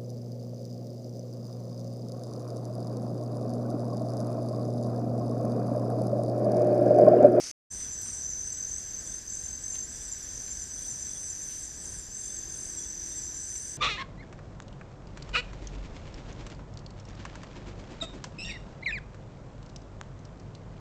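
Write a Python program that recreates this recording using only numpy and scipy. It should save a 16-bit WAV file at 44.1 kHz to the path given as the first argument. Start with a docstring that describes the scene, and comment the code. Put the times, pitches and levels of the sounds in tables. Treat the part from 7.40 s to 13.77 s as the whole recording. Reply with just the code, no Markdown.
"""A moment of dense, hissing chorus with one dry tick, cut off by a short silence; then a forest floor
where large birds forage: crickets trill and chirp, katydids rasp, dry leaves snap now and then.
Insect calls are gliding sines and filtered tooth clicks; leaves are bursts of spiky noise grains.
Trunks scatter the calls as decaying noise echoes; behind lie shaped noise for far insects and a low
rumble, and a few wavering sines for a faint distant motor."""
import sys
import numpy as np
from scipy import signal
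from scipy.fft import rfft, irfft, next_fast_len
from scipy.io import wavfile
from scipy.ndimage import map_coordinates

SR = 44100
rng = np.random.default_rng(int(sys.argv[2]) if len(sys.argv) > 2 else 0)


def to_wav(sig):
    """Store sig (one row per channel, or 1-D mono) as 16-bit WAV at the path in sys.argv[1].

    Samples outside -1..1 are clipped; the rate is SR.
    """
    pcm = np.clip(np.atleast_2d(sig), -1, 1) * 32767
    pcm = np.round(pcm).astype(np.int16)
    wavfile.write(sys.argv[1], SR, pcm.T)  # frames by channels


N = 280917
TIME = np.arange(N) / SR  # s


def amp(db):
    """Decibels to gain."""
    return 10 ** (np.asarray(db) / 20)


def unit(x):
    """Scale to rms 1."""
    return x / np.sqrt(np.mean(x ** 2) + 1e-20)


def curves(rows):
    """One value per sample for each column after the time."""
    s, *cols = np.transpose(rows)
    return [np.interp(TIME, s, c) for c in cols]


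def wobble(knots_hz):
    """Smooth random curve with knots_hz knots a second."""
    return map_coordinates(rng.standard_normal(2048), [TIME * knots_hz], mode="wrap")


def filtered(x, response):
    """Filter x by a gain given as a function of frequency in Hz."""
    size = next_fast_len(N + 8192)
    hz = np.fft.rfftfreq(size, 1 / SR)
    return irfft(rfft(x, size) * response(hz), size)[:N]


def gain(points, hz):
    """Gain at hz, from (Hz, dB) points joined on a log frequency axis."""
    point_hz, point_db = np.transpose(points)
    return amp(np.interp(np.log(hz + 1), np.log(point_hz + 1), point_db))


def noise(points):
    """Coloured noise of rms 1."""
    return unit(filtered(rng.standard_normal(N), lambda hz: gain(points, hz)))


def tone(hz):
    """Sine of rms 1 that follows a pitch curve."""
    return np.sqrt(2) * np.sin(2 * np.pi * np.cumsum(hz) / SR)


def arch(u):
    """Half-sine swell between u = 0 and 1."""
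    return np.sin(np.pi * np.clip(u, 0, 1))


def forest(x, t60_s, wet_db):
    """Direct sound plus the dying scatter of trunks and leaves, at about unchanged power."""
    t = np.arange(SR // 2) / SR
    tail = rng.standard_normal(len(t)) * amp(-60 * t / t60_s)
    echo = signal.fftconvolve(x, tail)[:N]
    mixed = x + amp(wet_db) * unit(echo) * np.std(x)
    return mixed / np.hypot(1, amp(wet_db))


def beats(runs):
    """One row per call, evenly spaced through each run."""
    rows = []
    for first_s, last_s, calls, *rest in runs:
        for s in np.linspace(first_s, last_s, int(round(calls))):
            rows.append((s, *rest))
    return rows


def paced(stroke_hz):
    """Strokes made so far at a slightly unsteady pace."""
    return np.cumsum(stroke_hz * (1 + 0.011 * wobble(3))) / SR


def trill(pitch_hz, fall_hz, strokes, duty, wet_db, scatter_hz):
    """Each closing stroke rings the wings at a new pitch and force; pitch sags as the stroke slows."""
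    phase = strokes % 1
    u = np.clip(phase / duty, 0, 1)
    stroke_index = np.cumsum(np.diff(phase, prepend=0) < 0)
    detune, force_db = rng.standard_normal((1024, 2))[stroke_index].T
    pitch = pitch_hz + fall_hz * (.5 - u) + scatter_hz * detune
    song = arch(u) * amp(force_db) * tone(pitch)
    return unit(forest(song, 0.55, wet_db))


def notes(rows, length_s, fall_hz, flutter_hz, flutter, waver_hz):
    """Short falling tones, each fluttering in level and wavering in pitch."""
    out = np.zeros(N + SR)
    t = np.arange(int(length_s * SR)) / SR
    u = t / length_s
    all_knots = rng.standard_normal((len(rows), 64))
    for (s, hz, db), knots in zip(rows, all_knots):
        drift = map_coordinates(knots, [t * flutter_hz], mode="wrap")
        beat = 1 + flutter * np.sin(2 * np.pi * flutter_hz * t + 3 * knots[-1])
        shake = amp(drift) * beat  # drift also acts as dB
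        pitch = hz + fall_hz * (.5 - u) + waver_hz * drift
        start = max(0, round((s - length_s / 2) * SR))
        out[start:][:len(t)] += amp(db) * arch(u) * shake * tone(pitch)
    return out[:N]


def background():
    """Low air rumble and far insect wash as shaped noise; a distant motor as sines sharing one speed."""
    # Each row: frequency in Hz, relative gain in dB.
    air_shape = [(13, -22), (22, -4), (49, 1.5), (65, 1), (144, -8), (267, -12), (291, -14.5), (340, -15.5),
                 (533, -18.5), (1350, -26.5), (1760, -42), (2970, -120)]
    wash_shape = [(1000, -33), (1400, -11.5), (1550, -1), (1800, -2.5), (2150, -9.5), (2900, -12),
                  (3500, -9), (4250, -10.5), (4900, 2), (5350, -1.5), (5800, 2), (6480, 3.5), (6850, -4),
                  (7300, 0.5), (9900, -15.5), (12300, -15.5), (15300, -31)]
    # Motor harmonics. Each row: frequency in Hz, level in dB before waver and swell.
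    motor_lines = [(296, -66), (338, -65.5), (381, -70.5), (424, -71)]
    # Each row: time in s, motor swell in dB.
    motor_swell = [(0, -7.5), (3.8, -7), (4.7, -2.5), (5.3, 2), (5.8, 1), (6.37, -3)]
    air = amp(-50 + 0.84 * wobble(5.39)) * noise(air_shape)
    wash = amp(-49.0 + 0.56 * wobble(5.3)) * noise(wash_shape)
    speed = 1 + 0.004244 * wobble(3)
    motor = sum(amp(db + 2.8 * wobble(6)) * tone(hz * speed) for hz, db in motor_lines)
    swell_db, = curves(motor_swell)
    return air + wash + amp(swell_db) * motor


def far_chirpers(pitch_hz, spread_hz, count):
    """Distant crickets take turns, and their chirps blur together."""
    late, pitch, loud = rng.random((count, 3)).T
    start_s = (np.arange(count) + late) * N / SR / count
    rows = np.transpose([start_s, pitch_hz + spread_hz * (pitch - .5), 6 * loud])
    chirps = notes(rows, length_s=0.036, fall_hz=130, flutter_hz=103, flutter=0.4, waver_hz=25)
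    return unit(forest(chirps, 0.11, 6.6))


def whistle():
    """A very high, hoarse glide, probably a small bird: a sine with fast pitch jitter."""
    # Each row: time in s, pitch in Hz, level in dB.
    glide = [(3.78, 9300, -85), (3.87, 9750, -61), (3.97, 11000, -68), (4.06, 11850, -64),
             (4.13, 11900, -67), (4.22, 11460, -69.5), (4.32, 11200, -85)]
    hz, db = curves(glide)
    return forest(amp(db) * tone(hz + 130 * wobble(400)), 0.54, 2.8)


def leaves():
    """Each step of the birds breaks dry leaf in a burst of spiky grains."""
    # Each row: start in s, level in dB, time to fall by e^2 in s, brightness in dB per octave.
    steps = [(0.401, -54, 0.1, -8), (0.618, -42, 0.0049, 5), (0.656, -55, 0.13, -9),
             (2.334, -53, 0.045, -5), (2.353, -45.5, .018, -1.2), (3.079, -46, 0.0075, -1),
             (3.39, -57, 0.14, 2), (3.462, -52, 0.023, 5), (3.668, -52, 0.023, -9), (4.094, -55.5, 0.3, -1),
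             (6.155, -42.5, 0.0064, -2)]
    # Each row: frequency in Hz, relative gain in dB.
    leaf_shape = [(300, -37), (1200, 7.5), (5000, 18), (8000, 0), (12500, 9.5), (15000, -22)]
    out = np.zeros(N + SR)
    t = np.arange(8192) / SR
    hz = np.fft.rfftfreq(len(t), 1 / SR)
    for s, db, length_s, tilt_db in steps:
        grains = rng.standard_normal(len(t)) * np.sqrt(rng.exponential(size=len(t)))
        tilt = amp(tilt_db * np.log2(hz / 4000 + .05))
        crackle = unit(irfft(rfft(grains) * gain(leaf_shape, hz) * tilt))
        out[round(s * SR):][:len(t)] += amp(db) * crackle * np.exp(-2 * t / length_s)
    return forest(out[:N], .2, -6)


def katydids():
    """Rasps are runs of tooth clicks that ring a broad wing resonance."""
    # Even runs. Each row: first in s, last in s, rasps, level in dB before trim, shrillness 0-1.
    rasp_runs = [(.35, 0.7, 2, -46, 0.6), (1.06, 1.35, 2, -55, 0.1), (1.705, 2.6, 4, -53, .15),
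                 (2.99, 3.22, 2, -54.5, 0), (3.6, 4.4, 3, -56, .05), (3.435, 5.2, 6, -45.5, 1),
                 (5.4, 6.33, 4, -52.5, 0.1), (6.18, 6.1, 1, -45.5, 0.99)]
    # Wing resonances. Each row: frequency in Hz, relative gain in dB.
    dull_body = [(6950, -35), (7500, 0), (8450, 4), (8700, 6.5), (9150, -11), (9650, -43), (10500, -64)]
    shrill_body = [(6950, -39), (7500, 3), (8500, 3), (9000, -0.5), (9500, -2), (9850, -12), (10500, -54)]
    dull, shrill = np.zeros(N), np.zeros(N)
    for s, db, shrillness in beats(rasp_runs):
        length_s = .22 + .05 * shrillness  # shrill rasps last longer
        swell = amp(db) * np.abs(arch((TIME - s) / length_s + .5)) ** 0.66
        dull += swell * np.sqrt(np.clip(1 - shrillness, 0, 1))
        shrill += swell * np.sqrt(np.clip(shrillness, 0, 1))

    def wing(teeth_hz, body):
        """Decaying noise click per tooth, through the wing resonance."""
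        teeth = np.cumsum(teeth_hz * (1 + .01 * wobble(4))) / SR
        clicks = np.exp(-2.2 * (teeth % 1)) * rng.standard_normal(N)
        return unit(filtered(clicks, lambda hz: gain(body, hz)))

    dull_song = forest(amp(2) * dull * wing(164, dull_body), 0.3, -1.6)
    shrill_song = forest(amp(-2.5) * shrill * wing(158, shrill_body), 0.41, 4)
    return dull_song + shrill_song


def chirpers():
    """Level chirps, falling chirps and far peeps: short tones, each kind at its own depth in the wood."""
    # Crickets on their own beats, then runs of falling chirps.
    # Each row: first in s, last in s, chirps, mean pitch in Hz, level in dB before scatter and trim.
    level_runs = [(.36, 5.88, 11, 7585, -44), (.55, 6.32, 12, 7890, -48), (.61, 6.03, 11, 7803, -44.5),
                  (.785, 2.51, 4, 7822, -43.5), (.645, 1.215, 2, 7610, -40)]
    falling_runs = [(.53, 1.665, 4, 7260, -41), (2.052, 3.62, 5, 7245, -37.5), (1.94, 3.905, 6, 7250, -36),
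                    (.74, 3.07, 7, 7395, -43), (4.03, 4.86, 3, 7380, -42), (4.59, 6.17, 5, 7460, -38),
                    (4.25, 5.43, 4, 7130, -46), (.91, 1.625, 4, 6655, -45.5)]
    # Peeps, two at a time. Each row: time of the first in s, level in dB before scatter and trim.
    peep_pairs = [(.39, -56.5), (1.67, -58), (2.555, -58), (2.85, -64), (3.385, -57), (3.7, -55),
                  (4.845, -56), (4.97, -60), (5.1, -60), (5.39, -57), (5.725, -57)]
    peep_hz, peep_gap_s = 3467, .058
    scatter_hz, scatter_db = 10.8, 1  # from one call to the next

    def varied(rows):
        """Scatter the pitch and level of each call."""
        return np.array(rows) + rng.standard_normal((len(rows), 3)) * [0, scatter_hz, scatter_db]

    peep_rows = [(s + delay, peep_hz, db) for s, db in peep_pairs for delay in (0, peep_gap_s)]
    level = notes(varied(beats(level_runs)),
                  length_s=.1, fall_hz=15, flutter_hz=175, flutter=.3, waver_hz=9)
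    level = forest(level, .28, -6)
    falling = notes(varied(beats(falling_runs)),
                    length_s=.033, fall_hz=260, flutter_hz=118, flutter=.5, waver_hz=35)
    falling = forest(falling, .22, -5)
    peeps = notes(varied(peep_rows),
                  length_s=.03, fall_hz=30, flutter_hz=130, flutter=.5, waver_hz=75)
    peeps = forest(peeps, .18, -2)
    return amp(-2.6) * level + amp(-.6) * falling + amp(-3) * peeps


def trillers():
    """A near cricket in bouts, a second behind it and a far crowd, all at their own stroke rates."""
    # Near cricket. Each row: start in s, end in s, strokes a second, level in dB before trim.
    bouts = [(.309, .783, 44, -46), (0.784, 1.136, 44.5, -39.5), (1.176, 1.404, 44.5, -36.5),
             (1.408, 1.541, 41, -43), (1.539, 1.61, 45, -36.5), (1.67, 1.79, 44.4, -37),
             (1.873, 2.185, 43.5, -37.5), (2.236, 2.439, 48, -35), (2.884, 3.24, 45.7, -42.5),
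             (3.316, 4.29, 46, -43), (4.449, 4.541, 44.4, -41.5), (4.721, 5.311, 45.5, -39),
             (5.418, 6.4, 46, -46)]
    # Each row: time in s, level in dB before lulls.
    second_level = [(.33, -42), (.7, -45.5), (.98, -39.5), (1.3, -49), (1.5, -50), (1.7, -48), (2.1, -55),
                    (2.38, -51), (2.54, -45), (2.73, -53), (2.9, -49.5), (3.4, -45), (4.08, -42.5),
                    (4.6, -50.5), (5.15, -53.5), (5.5, -44), (6.37, -43.5)]
    crowd_level = [(.33, -44.5), (.9, -41), (1.5, -46), (2.1, -52), (2.75, -44), (2.88, -45), (3.5, -42),
                   (4.05, -45), (4.65, -52), (4.8, -54), (5.2, -52), (5.36, -41.5), (6.37, -46)]
    # Far crowd. Each row: pitch in Hz, fall in a stroke in Hz, strokes a second, relative level in dB.
    crowd_voices = [(6055, 340, 42, 6), (6030, 220, 46, 2.5), (5918, 220, 24, 1.5), (5836, 220, 55, 0.5)]
    # All but the near cricket dip. 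Each row: middle in s, length in s, depth in dB (negative: a rise).
    lulls = [(1.833, 0.088, 2), (2.195, .05, -2), (3.271, 0.073, 8)]
    edge_s = 0.017  # rise and fall of a bout
    effort = amp(-52.5)  # floor that also sounds between bouts
    strokes = np.zeros(N)
    for start_s, end_s, stroke_hz, db in bouts:
        inside = np.minimum(TIME - start_s, end_s - TIME) / edge_s + .5
        effort = effort + amp(db) * np.clip(inside, 0, 1)
        strokes = np.where(TIME < start_s, strokes, (TIME - start_s) * stroke_hz)  # afresh each bout
    near = amp(-3.5) * effort * trill(6222, 130, strokes, duty=.66, wet_db=-7, scatter_hz=17)
    second = trill(6088, 60.03, paced(43), duty=0.87, wet_db=-1.5, scatter_hz=10.2)
    crowd = np.zeros(N)
    for hz, fall_hz, stroke_hz, db in crowd_voices:
        voice = trill(hz, fall_hz, paced(stroke_hz), duty=.6, wet_db=0.0, scatter_hz=35.14)
        crowd += amp(db) * voice
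    lull_db = sum(depth_db * arch((TIME - s) / length_s + .5) for s, length_s, depth_db in lulls)
    second_db, = curves(second_level)
    crowd_db, = curves(crowd_level)
    return near + amp(-lull_db) * (amp(second_db) * second + amp(crowd_db) * unit(crowd))


def opening():
    """A dense chorus: quick trills inside a broad, flickering noise hiss, and one dry twig tick."""
    # Each row: frequency in Hz, relative gain in dB.
    hiss_shape = [(18, -55), (30, -10), (158, -18), (281, -15.5), (426, -20.5), (511, -15), (581, -29.5),
                  (645, -16.5), (859, -27), (2190, -17), (3500, -21.5), (6040, -3.5), (7060, -13.5),
                  (9640, -19), (15000, -44.5)]
    tick_shape = [(300, -12.5), (1200, 1), (3500, -2.5), (8000, -24.5)]
    tick_s, tick_decay_s = .07, .003
    singers = np.zeros(N)
    for hz in (4680, 5300, 6170, 6300):
        strokes = paced(rng.uniform(60, 75.5))
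        singers += trill(hz, 300, strokes, duty=0.404, wet_db=0, scatter_hz=30.5)
    decay = np.exp(-np.abs(TIME - tick_s) / tick_decay_s)
    tick = (TIME > tick_s) * decay * noise(tick_shape)
    hiss = amp(-40.5 + 1.15 * wobble(270)) * noise(hiss_shape)
    return hiss + amp(-45.5) * unit(singers) + amp(-43.5) * tick


def scene():
    """The opening chorus stops dead; after the silence the forest fades quickly in."""
    cut_s, resume_s, fade_s = 0.114, 0.3008, 0.023
    far_high = amp(-50.5 + 2.1 * wobble(8)) * far_chirpers(7410, 423, count=320)
    far_low = amp(-61.5) * far_chirpers(6600, 230, count=45)
    wood = background() + far_high + far_low + whistle() + leaves() + katydids() + chirpers() + trillers()
    fade = np.clip((TIME - resume_s) / fade_s, 0, 1)
    return (opening() * (TIME < cut_s) + wood * fade)[None]


def record(dry):
    """Band limit: gain falls to nothing over the last 100 Hz below top_hz."""
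    top_hz = 15450
    return filtered(dry[0], lambda hz: np.clip((top_hz - hz) / 100, 0, 1))[None]


dry = scene()
out = record(dry)
to_wav(out)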